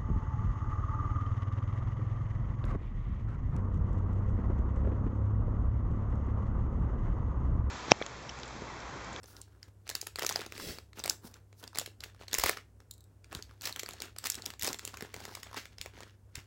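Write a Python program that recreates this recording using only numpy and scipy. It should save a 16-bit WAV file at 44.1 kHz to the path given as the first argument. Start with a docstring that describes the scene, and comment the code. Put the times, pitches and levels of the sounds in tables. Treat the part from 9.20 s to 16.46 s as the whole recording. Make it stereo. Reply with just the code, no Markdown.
"""Opening a bag of puzzle pieces

Hands pull open a small plastic bag of cardboard pieces, close to the right of a phone in a furnished
room. Each squeeze crinkles the film and shuffles the pieces, and large creases buckle with sharp snaps.
Friction makes fingertips hiss and pressed film rasp and creak; the seal peels in one burst of slips.
The bag bumps softly, and a mains hum lies under it all."""
import sys
import numpy as np
from scipy import signal
from scipy.fft import rfft, irfft
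from scipy.io import wavfile
from scipy.ndimage import map_coordinates

SR = 44100
rng = np.random.default_rng(int(sys.argv[2]) if len(sys.argv) > 2 else 0)


def put_to_file(sound):
    """Save the sound as 16-bit audio at rate SR, in the file named by the first command-line argument."""
    columns = np.atleast_2d(sound).T  # one column per channel
    safe = np.clip(columns, -1, 1)
    whole_steps = np.round(safe * 32767)
    wavfile.write(sys.argv[1], SR, whole_steps.astype(np.int16))


N = 320166
TIME = np.arange(N) / SR

# Spectra of the steady background: f/Hz, level/dB
APPLIANCE_SPECTRUM = [(20, -45.5), (40, -23), (55, -6), (65, 7), (80, -4), (110, -6), (150, -16.5),
                      (300, -55)]
AIR_SPECTRUM = [(100, -21.5), (200, -17.5), (400, -20.5), (900, -32), (3600, -46.5), (7600, -43),
                (16000, -50)]
# Squeezes and tugs: t/s, hold/s, relative film level/dB, level of the pieces/dB
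SQUEEZES = [(0.038, 0.15, -64, -58.5), (0.26, 0.23, -66.5, -69), (0.679, 0.09, -47, -61),
            (0.991, 0.23, -37, -52.5), (1.33, 0.22, -44.5, -57.5), (1.778, 0.0072, -47, -49),
            (1.851, 0.049, -48.5, -48), (2.047, 0.0082, -66, -50.5), (2.15, 0.0084, -52.5, -57),
            (2.431, 0.012, -55, -54.5), (2.56, 0.028, -42, -51.5), (2.828, 0.048, -48.5, -58),
            (2.998, 0.034, -47.5, -62), (3.138, 0.013, -35, -51.5), (3.239, 0.093, -35, -51.5),
            (4.124, 0.067, -44, -50), (4.27, 0.16, -57.5, -66), (4.433, 0.045, -42, -47),
            (4.56, 0.017, -42.5, -51.5), (4.68, .19, -43.5, -57), (5.048, 0.24, -48, -55.5),
            (5.432, 0.075, -51, -45), (5.619, 0.41, -47, -57.5), (5.949, 0.25, -62.5, -57),
            (6.26, 0.013, -39.5, -54.5), (6.363, 0.031, -33, -54), (6.48, 0.097, -56, -69),
            (6.619, 0.26, -48.5, -61), (7.165, 0.026, -42.5, -57)]
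# Spectra of crinkling film, shuffling pieces and a buckling crease: f/Hz, level/dB
CRINKLE_SPECTRUM = [(300, -24.5), (900, 1), (2000, 12.5), (2900, 8.5), (5000, 3), (7500, -0.5),
                    (9000, -7.5), (16000, -9)]
SHUFFLE_SPECTRUM = [(70, -15.5), (180, 3.5), (420, 1), (700, -6.5), (1400, -3), (2400, -16.5), (5000, -21)]
SNAP_SPECTRUM = [(100, -25), (240, -11), (420, -0.5), (1000, -3.5), (2100, 2.5), (2900, -1), (5200, -2.5),
                 (6400, -3), (7600, 3), (9000, -6), (16000, -3)]
# Large creases buckling: t/s, relative energy/dB, facet resonance f/Hz, body of bag and pieces/dB
SNAPS = [(0.0323, -29.5, 8050, -5), (0.058, -33.5, 6300, -4), (0.166, -28.5, 5250, -30),
         (0.2151, -22, 8450, -69), (0.4293, -24.5, 4820, -9), (0.677, -25, 6230, -2),
         (0.6919, -10, 2750, -7), (0.6991, -10.5, 6500, 10.5), (0.7122, -17.5, 4700, 12),
         (0.752, -5.5, 5030, 0), (0.814, -10, 6300, -24), (0.869, -11, 6800, 5), (0.958, -12.5, 4830, 1),
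         (0.987, -11.5, 4970, 13.5), (0.9937, -10, 3180, -6), (1.0222, -9.5, 5000, 10),
         (1.031, -12, 4730, -3), (1.0475, -9, 4900, 14), (1.0649, -4, 5530, -1), (1.0918, -5.5, 3180, -7),
         (1.097, -8.5, 4550, 8), (1.1248, -12, 6130, -6), (1.159, -4.5, 5070, 10), (1.208, -18, 3370, -20),
         (1.3223, -18, 2240, 5), (1.3785, -18.5, 1910, 2), (1.5853, -21, 4890, 13),
         (1.7317, -32.5, 3480, 3.5), (1.7933, -20, 6000, -17), (1.8, -22.5, 5100, -1),
         (1.839, -11, 4450, 3), (1.845, -17.5, 4200, -5), (1.859, -11, 4800, -2.5), (1.8776, -11, 7850, 11),
         (1.897, -0.5, 5230, -54), (2.141, -28, 4860, -21), (2.328, -35, 1970, 6), (2.439, -22, 3300, 3),
         (2.4769, -23.5, 4750, -5), (2.55, -19.5, 4480, -3), (2.557, -18, 4200, 5),
         (2.5732, -15, 1480, 0.5), (2.5856, -2.5, 10200, 4.5), (2.5964, -8.5, 3350, -31),
         (2.6606, -14.5, 2360, -8), (2.8053, -20.5, 4600, -10), (2.8376, -15.5, 2830, -9),
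         (2.8425, -20, 2290, -1), (3.012, -24.5, 3020, 14), (3.023, -29, 2110, 16), (3.0817, -19, 4250, -2),
         (3.113, -24.5, 2900, -10), (3.1314, -6, 3480, 0), (3.1412, -1.5, 6100, -3),
         (3.1486, -5.5, 2570, -8), (3.185, -2, 5900, 3.5), (3.197, -5.5, 1880, -3),
         (3.2373, -0.5, 1960, 6.5), (3.2425, -13, 3200, 13), (3.2601, -5, 2435, 10.5),
         (3.2643, -7.5, 1297, 11.5), (3.2944, -1.5, 2140, 14.5), (3.37, -21.5, 2000, 14),
         (3.603, -34, 785, 4.5), (4.044, -30.5, 4300, 3.5), (4.1274, -17.5, 840, 17),
         (4.1494, -13, 3700, -25), (4.2243, -18.5, 6700, -27), (4.411, -21.5, 4100, -11),
         (4.419, -16.5, 7360, -17), (4.4448, -20.5, 1890, -6), (4.4545, -10, 4100, -16),
         (4.457, -11.5, 6500, -17), (4.475, -18, 2000, -10), (4.494, -18, 4870, 12.5),
         (4.5254, -16.5, 4300, -25), (4.561, -13.5, 3020, -0.5), (4.5946, -10.5, 3220, -12),
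         (4.598, -14, 6860, -12), (4.6326, -13.5, 7800, 11.5), (4.661, -18.5, 4630, 0),
         (4.6887, -13, 2960, -3), (4.7085, -22, 3800, 4),(4.7345, -23.5, 6800, -17), (4.8026, -18, 6100, 6),
         (4.8201, -9.5, 2100, -11), (4.963, -24.5, 1410, 5), (4.9853, -13, 8900, -9),
         (5.0409, -14, 5130, 6), (5.0557, -12, 1980, 1), (5.0692, -7.5, 6900, -5), (5.1003, -3, 7350, -11),
         (5.12, -13.5, 5870, -30), (5.144, -15, 4100, -15), (5.153, -14.5, 5560, -19),
         (5.221, -20, 4520, -19), (5.2425, -29, 3500, 1), (5.2566, -18, 5270, -15),
         (5.2608, -10, 5400, -30), (5.3033, -16.5, 3040, -14), (5.337, -24, 4100, 3),
         (5.395, -17.5, 6840, -12), (5.4125, -16, 4560, -19), (5.423, -8.5, 2020, -14),
         (5.4317, -7, 8600, -3), (5.4455, -7.5, 5300, -3), (5.4661, -9, 7000, -10), (5.4737, -6.5, 5100, 6),
         (5.4778, -8, 4260, 12.5), (5.489, -12.5, 5000, -15), (5.5296, -11, 6160, -3),
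         (5.5439, -15, 3500, 7), (5.588, -18, 7140, -23), (5.5932, -16.5, 2210, -3), (5.651, -10, 8450, -2),
         (5.676, -12, 7800, -8), (5.743, -22.5, 2540, -4), (5.7715, -17.5, 1560, -1.5),
         (5.8082, -17, 1910, 7), (5.8235, -16, 1900, 7), (5.9416, -15, 2460, 8), (5.9635, -20.5, 2600, 7),
         (6.0032, -20, 1620, 12), (6.023, -29, 3540, -11), (6.0525, -14, 1720, 1.5), (6.152, -13, 1910, -5),
         (6.2311, -14, 2200, -1.5), (6.367, -18, 1930, 1), (6.3762, -17.5, 1900, 4),
         (6.455, -19.5, 2300, -5), (6.5834, -21.5, 3350, -8), (6.6134, -11, 3100, -19),
         (6.66, -16.5, 1810, 11), (6.805, -23, 1720, 5.5), (6.832, -25, 1810, 3.5), (7.155, -12, 2580, -10)]
# Pieces colliding, low when flat, high when edge to edge: t/s, energy/dB, f/Hz
CLACKS = [(0.041, -26, 323), (0.669, -24.5, 1570), (0.828, -21.5, 363), (1.037, -11.5, 563),
          (1.11, -13, 920), (1.192, -14.5, 420), (1.216, -15.5, 1600), (1.245, -29, 480), (1.263, -16, 394),
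          (1.399, -15, 1190), (1.856, -14.5, 513), (1.908, -17, 1470), (2.075, -32, 416),
          (2.428, -27.5, 317), (2.531, -30, 1200), (2.614, -14, 460), (2.676, -24.5, 446),
          (2.947, -32.5, 1470), (2.963, -38, 2200), (3.035, -30, 790), (3.3722, -11.5, 1440),
          (4.311, -29.5, 1480), (4.738, -24.5, 580), (5.741, -17, 1360), (5.824, -16, 396),
          (6.092, -24, 1200), (6.122, -25.5, 750), (6.171, -22.5, 990), (6.266, -27, 746),
          (6.313, -25, 1100), (6.33, -20.5, 1100), (6.344, -16.5, 850)]
# Fingertips sliding on smooth film: t/s, hold/s, level/dB
SLIDES = [(0.08, 0.0043, -54.5), (0.112, 0.091, -66), (2.041, 0.03, -55.5), (2.385, 0.017, -58.5)]
# Film dragged over film and pieces: t/s, hold/s, level/dB, left minus right/dB
DRAGS = [(1.03, 0.11, -49.5, 0), (1.768, 0.034, -55, -4), (3.197, 0.11, -36, -3), (4.438, .04, -43, -5),
         (5.049, 0.018, -40, -8), (5.43, 0.062, -39.5, -1.5), (5.95, 0.25, -57.5, 1),
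         (6.376, 0.026, -46.5, 4)]
# Spectra of the slips in sliding, dragging and peeling: f/Hz, level/dB
SLIDE_SPECTRUM = [(1000, -14.5), (5000, 0), (7500, -2), (16000, -2)]
DRAG_SPECTRUM = [(230, -27), (500, -3), (1100, -3.5), (1900, 2), (3600, 0), (5200, -0.5), (7800, -5),
                 (9000, -10.5), (16000, -5)]
SEAL_SPECTRUM = [(70, 2), (200, 15), (450, 11.5), (900, -11.5), (2000, 2.5), (3000, 1.5), (5500, 2),
                 (6800, -5), (7600, 2.5), (9000, -6.5), (16000, -4.5)]
# Soft bumps of hand and bag: t/s, level/dB, f/Hz
BUMPS = [(1.47, -44, 174), (1.497, -39, 71), (2.047, -37.5, 207), (3.185, -36.5, 51.1), (3.241, -34, 72.7),
         (4.151, -39.5, 144), (4.169, -40, 72), (5.43, -43, 99), (5.824, -35, 213), (5.962, -45.5, 101),
         (6.602, -41.5, 79.2), (7.175, -37, 96.5)]
# Single slips of taut film: t/s, energy/dB
CREAKS = [(3.711, -17.5), (3.7385, -31), (3.78, -36), (3.807, -34), (3.8408, -37.5)]
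# Resonances of taut film: f/Hz, half-width/octaves, peak/dB
TAUT_FILM_MODES = [(4000, 0.19, 17.5), (7650, 0.12, 19), (13000, 0.45, 8.5)]
# Direction of the bag: t/s, left minus right/dB
BAG_PAN = [(0, -6.5), (1.1, -5), (1.9, -10.5), (2.55, -8), (2.8, -3), (3.14, -5), (3.29, -13.5),
           (3.37, -0.5), (3.7, -11), (4.2, -4), (5.1, -7), (5.5, -2.5), (6.0, -2), (6.4, -3), (6.8, 5),
           (7.2, 4.5)]
# Response of the left microphone port, which faces away and loses treble: f/Hz, gain/dB
FAR_PORT_RESPONSE = [(70, 0.5), (250, 2), (1000, 2), (7200, 1.5), (8700, -3.5), (16000, -7)]

FORERUN_S = .0035  # longest lead of a crease's small first flip over its main one


def undb(db):
    """A level of 20 dB is a factor of ten in amplitude."""
    return 10 ** (np.asarray(db) / 20)


def unit(x):
    """Normalisation to an rms of 1."""
    return x / np.sqrt(np.mean(x ** 2))


def bins(size):
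    """Frequencies of the discrete Fourier transform, held at 1 Hz or above."""
    return np.maximum(np.arange(size // 2 + 1) * SR / size, 1)


def shape_db(points, size):
    """Interpolation of a spectrum along logarithmic frequency."""
    hz, db = np.transpose(points)
    return np.interp(np.log(bins(size)), np.log(hz), db)


def causal(db):
    """Minimum-phase response for a gain curve: a sharp onset, with the ringing after it."""
    cepstrum = irfft(np.log(undb(db)))
    half = len(cepstrum) // 2
    cepstrum[1:half] *= 2
    cepstrum[half + 1:] = 0
    return np.exp(rfft(cepstrum))


def colour(x, spectrum, size=8192):
    """Convolution imposes a spectrum on both channels."""
    return signal.fftconvolve(x, irfft(causal(shape_db(spectrum, size)))[None], axes=1)[:, :N]


def resonance(centre_hz, octaves, size):
    """A resonance curve: 1 at its centre, one half at the given distance to either side."""
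    return 1 / (1 + (np.log2(bins(size) / centre_hz) / octaves) ** 2)


def noise_pair(apart, size):
    """Partial coherence: two noises share a common part."""
    common, left, right = rng.standard_normal((3, size))
    return (common + apart * np.array([left, right])) / np.hypot(1, apart)


def wander(per_s):
    """Random modulation: Gaussian values joined by straight lines."""
    return np.interp(TIME * per_s, np.arange(4096), rng.standard_normal(4096))


def grains(per_s, spread_db, apart):
    """Shot noise: impulses at random times, a few much larger than the rest."""
    strength = undb(spread_db * np.minimum(rng.exponential(size=N), 3))
    return unit((rng.random(N) < per_s / SR) * strength * noise_pair(apart, N))


def effort(s, hold_s, rise_db_per_s=887, fall_db_per_s=392.5):
    """Envelope of a hand movement: exponential growth to 1 at time s, a hold, exponential decay."""
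    before, after = np.maximum(s - TIME, 0), np.maximum(TIME - s - hold_s, 0)
    return undb(-np.minimum(rise_db_per_s * before + fall_db_per_s * after, 120))


def background(hum_hz=100, hum_db=-61, rumble_db=-61, air_db=-68.5):
    """Superposition of a mains tone, the rumble of an appliance and faint room air."""
    phase = 2 * np.pi * hum_hz * TIME + 0.18 * wander(0.55)
    hum = np.sqrt(2) * np.sin(phase) * undb(0.27 * wander(3.2))
    rumble = unit(colour(noise_pair(.65, N), APPLIANCE_SPECTRUM))
    air = unit(colour(noise_pair(0.89, N), AIR_SPECTRUM))
    return undb(hum_db) * hum + undb(rumble_db) * rumble + undb(air_db) * air


def contacts(low_hz, high_hz, per_s, spread_db, flutter_s, ring_db, count=8, size=512):
    """Impulse excitation: tiny contacts of several sizes, each size with its own flutter and ring."""
    out, fade = 0, np.exp(-np.arange(size) / SR / flutter_s)
    for ring_hz in np.geomspace(low_hz, high_hz, count):
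        flutter = rfft(noise_pair(0.96, size) * fade)
        grain = unit(irfft(flutter * causal(ring_db * resonance(ring_hz, 0.69, size))))
        out = out + signal.oaconvolve(grains(per_s, spread_db, 0.28), grain, axes=1)[:, :N]
    return out


def handling():
    """The drive on film and pieces follows the strongest squeeze of the moment."""
    film, pieces = undb(-88), undb(-79)  # the bag barely stirs at rest
    for s, hold_s, film_db, pieces_db in SQUEEZES:
        squeeze = effort(s, hold_s, rise_db_per_s=590.5, fall_db_per_s=269.5)
        film = np.maximum(film, undb(film_db) * squeeze)
        pieces = np.maximum(pieces, undb(pieces_db) * squeeze)
    return film, pieces


def rustle(film_trim_db=-10.5, grip_db=4):
    """Crackling noise: film crinkles and pieces rub, modulated as the fingers catch and slip."""
    grip = undb(grip_db * wander(60))
    crinkle = contacts(1300, 11000, per_s=170, spread_db=3.9, flutter_s=.0009, ring_db=13)
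    shuffle = contacts(150, 2500, per_s=150, spread_db=4, flutter_s=.002, ring_db=5.5)
    film = unit(colour(crinkle, CRINKLE_SPECTRUM) * grip)
    pieces = unit(colour(shuffle, SHUFFLE_SPECTRUM) * grip)
    film_gain, pieces_gain = handling()
    return film * film_gain * undb(film_trim_db) + pieces * pieces_gain


def buckling(size, flutter_top_hz=10000):
    """Spectrum of a snap-through: a pulse, its reflection off the hand and a few ms of duller flutter."""
    t, hz = np.arange(size) / SR, bins(size)
    span_s = .002 * undb(1.5 * rng.standard_normal())
    fade = (np.exp(-(t / span_s) ** 2) + .09 * np.exp(-t / .007)) * (1 - np.exp(-t / .00015))
    pulse = np.zeros((2, size))
    pulse[:, int(SR * .0005)] = [.9, 1.6]  # strongest at the near port
    pulse[:, int(SR * rng.uniform(.001, .0016))] = [.4, .6]
    flutter = rfft(0.79 * fade * noise_pair(1, size)) / (1 + (hz / flutter_top_hz) ** 2)
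    # the crease gives in two steps, a small flip ahead of the main one
    first_s = FORERUN_S * rng.uniform(0, .8)
    first_gain = undb(-19 + 6 * rng.standard_normal())
    steps = first_gain * np.exp(-2j * np.pi * hz * first_s) + np.exp(-2j * np.pi * hz * FORERUN_S)
    return (rfft(pulse) + flutter) * steps


def snap(db, ring_hz, body_db, taut_hz=3400, body_hz=1400, narrow_octaves=0.09, size=1024):
    """Buckling excites resonant facets of film, which ring more toward the phone than into the room."""
    hz, push = bins(size), buckling(size)
    # film lying on the pieces is damped and sounds their body instead
    broad_db = (4 - 0.11 * body_db) * resonance(ring_hz, 0.39, size)
    bass_db = body_db / (1 + (hz / body_hz) ** 3)
    tautness = 1 / (1 + (taut_hz / ring_hz) ** 4)  # large, low facets are slack and only crunch
    own_mode = resonance(ring_hz, narrow_octaves, size)
    neighbours = sum(resonance(ring_hz * 2 ** rng.uniform(-2, 1.4), narrow_octaves, size)
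                     for _ in range(4))
    ring_db = broad_db + tautness * (7.5 * own_mode + 5.5 * neighbours)
    treble_db = 0.66 * (db + 19.5) / (1 + (9000 / hz) ** 4)  # harder flips are quicker, so brighter
    tone_db = shape_db(SNAP_SPECTRUM, size) + bass_db + treble_db
    beamed = irfft(push * causal(tone_db + ring_db))
    spread = irfft(push * causal(tone_db + ring_db / 4))
    return undb(db) * np.array([unit(beamed), unit(spread)]) / np.sqrt(size)


def creases(gain_db=2):
    """Directional radiation: the snaps sum separately toward the phone and into the room."""
    beamed, spread = np.zeros((2, 2, N))
    for s, db, ring_hz, body_db in SNAPS:
        towards, around = undb(gain_db) * snap(db, ring_hz, body_db)
        add(beamed, s - FORERUN_S, towards)
        add(spread, s - FORERUN_S, around)
    return beamed, spread


def add(out, s, sound):
    """Linear superposition of a sound beginning at time s."""
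    start = int(np.clip(s * SR, 0, N - 1))
    out[:, start:start + sound.shape[-1]] += sound[..., :N - start]


def tap(tone_db, scrape, scrape_s, apart, size):
    """Source and filter: an impulse with a short noisy tail drives a response, at unit energy."""
    push = scrape * np.exp(-np.arange(size) / SR / scrape_s) * noise_pair(apart, size)
    push[:, 0] += 1
    return unit(irfft(rfft(push) * causal(tone_db))) / np.sqrt(size)


def clacks(ring_db=15, low_hz=220, top_hz=3500, size=1024):
    """Damped impact: piece strikes piece, and the card absorbs the ring within a few cycles."""
    out, hz = np.zeros((2, N)), bins(size)
    softness_db = -10 * np.log10((1 + (low_hz / hz) ** 4) * (1 + (hz / top_hz) ** 2))
    for s, db, pitch_hz in CLACKS:
        tone_db = softness_db + ring_db * resonance(pitch_hz, 0.85, size)
        add(out, s, undb(db) * tap(tone_db, scrape=0.2, scrape_s=0.0023, apart=0.33, size=size))
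    return out


def slides(grip_db=3):
    """Light sliding friction: skin catches unevenly on film, and very fine slips make a bright hiss."""
    grip = undb(grip_db * wander(150))
    hiss = unit(colour(grains(per_s=5500, spread_db=1, apart=1), SLIDE_SPECTRUM) * grip)
    return hiss * sum(undb(db) * effort(s, hold_s) for s, hold_s, db in SLIDES)


def drags(grip_db=5):
    """Friction under load: the tiny slips of hard-pressed film merge into a dense rasp."""
    slips = unit(colour(grains(per_s=6000, spread_db=1, apart=1.5), DRAG_SPECTRUM))
    grip = undb(grip_db * wander(150))
    gain = sum(undb(db + np.array([[pan_db], [-pan_db]]) / 2) * effort(s, hold_s)
               for s, hold_s, db, pan_db in DRAGS)
    return slips * grip * gain


def seal(peel_s=1.421, hold_s=0.093, db=-42, reflection=0.42, round_trip_s=0.0015, opening_per_s=0.15):
    """Comb filtering: the peeling seal's slips echo between cupped hands; the comb sinks as they part."""
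    slips = colour(grains(per_s=19000, spread_db=4, apart=0.83), SEAL_SPECTRUM)
    trip_s = round_trip_s * (1 + opening_per_s * (TIME - peel_s))
    rasp = np.array([sum(reflection ** k * map_coordinates(side, [(TIME - k * trip_s) * SR])
                         for k in range(3)) for side in slips])
    return unit(rasp) * undb(db) * effort(peel_s, hold_s, rise_db_per_s=179, fall_db_per_s=226.5)


def bumps(rise_cycles=0.4, far_db=-4, far_lag_rad=0.12, size=8192):
    """Padded contact gives a low, heavily damped oscillation, weaker and later at the far port."""
    out, t = np.zeros((2, N)), np.arange(size) / SR
    for s, db, hz in BUMPS:
        age, phase = hz * t / rise_cycles, 2 * np.pi * hz * t
        swing = np.array([undb(far_db) * np.sin(phase - far_lag_rad), np.sin(phase)])
        add(out, s, undb(db) * age * np.exp(1 - age) * swing)
    return out


def creak(low_hz=3000, size=1024):
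    """Stick-slip: stretched film ticks, and its resonances shift a little with the tension."""
    out = np.zeros((2, N))
    highpass_db = -10 * np.log10(1 + (low_hz / bins(size)) ** 8)
    for s, db in CREAKS:
        detune = 1 + .025 * rng.standard_normal()
        tone_db = highpass_db + sum(peak_db * resonance(hz * detune, octaves, size)
                                    for hz, octaves, peak_db in TAUT_FILM_MODES)
        add(out, s, undb(db) * tap(tone_db, scrape=0.16, scrape_s=0.0024, apart=1, size=size))
    return out


def room(x, wet_db=-11, t60_s=0.2, top_t60_s=0.19, top_db=-2.5, split_hz=7000, size=16384):
    """Diffuse reverberation builds and decays exponentially; the treble dies slightly sooner."""
    t = np.arange(size) / SR
    noise = noise_pair(4.9, size)
    low = signal.sosfilt(signal.butter(2, split_hz, fs=SR, output="sos"), noise)
    high = signal.sosfilt(signal.butter(2, split_hz, "high", fs=SR, output="sos"), noise)
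    tail = low * undb(-60 * t / t60_s) - high * undb(top_db - 60 * t / top_t60_s)
    build = 1 - np.exp(-(t / .005) ** 2)
    return undb(wet_db) * signal.fftconvolve(x, unit(tail * build) / np.sqrt(size), axes=1)[:, :N]


def scene(port_lag_s=.00019):
    """Time and level differences place the bag: sound reaches the right port first, the left shaded."""
    beamed, spread = creases()
    rubbing = rustle() + clacks() + seal() + creak() + slides()
    dragging = drags()
    pan_db = np.interp(TIME, *np.transpose(BAG_PAN))
    left, right = (beamed + rubbing) * undb(np.array([pan_db, -pan_db]) / 2) + dragging
    late_left = np.pad(left, (int(port_lag_s * SR), 0))[:N]
    ports = np.array([late_left, right]) + room(spread + rubbing + dragging) + bumps()
    shaded_left = colour(ports, FAR_PORT_RESPONSE)[0]
    return np.array([shaded_left, ports[1]]) + background()


def record(dry, top_hz=16000):
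    """Band limiting: the phone cuts the highest treble with a steep low-pass filter."""
    return signal.sosfilt(signal.ellip(8, .2, 70, top_hz, fs=SR, output="sos"), dry)


dry = scene()
out = record(dry)
put_to_file(out)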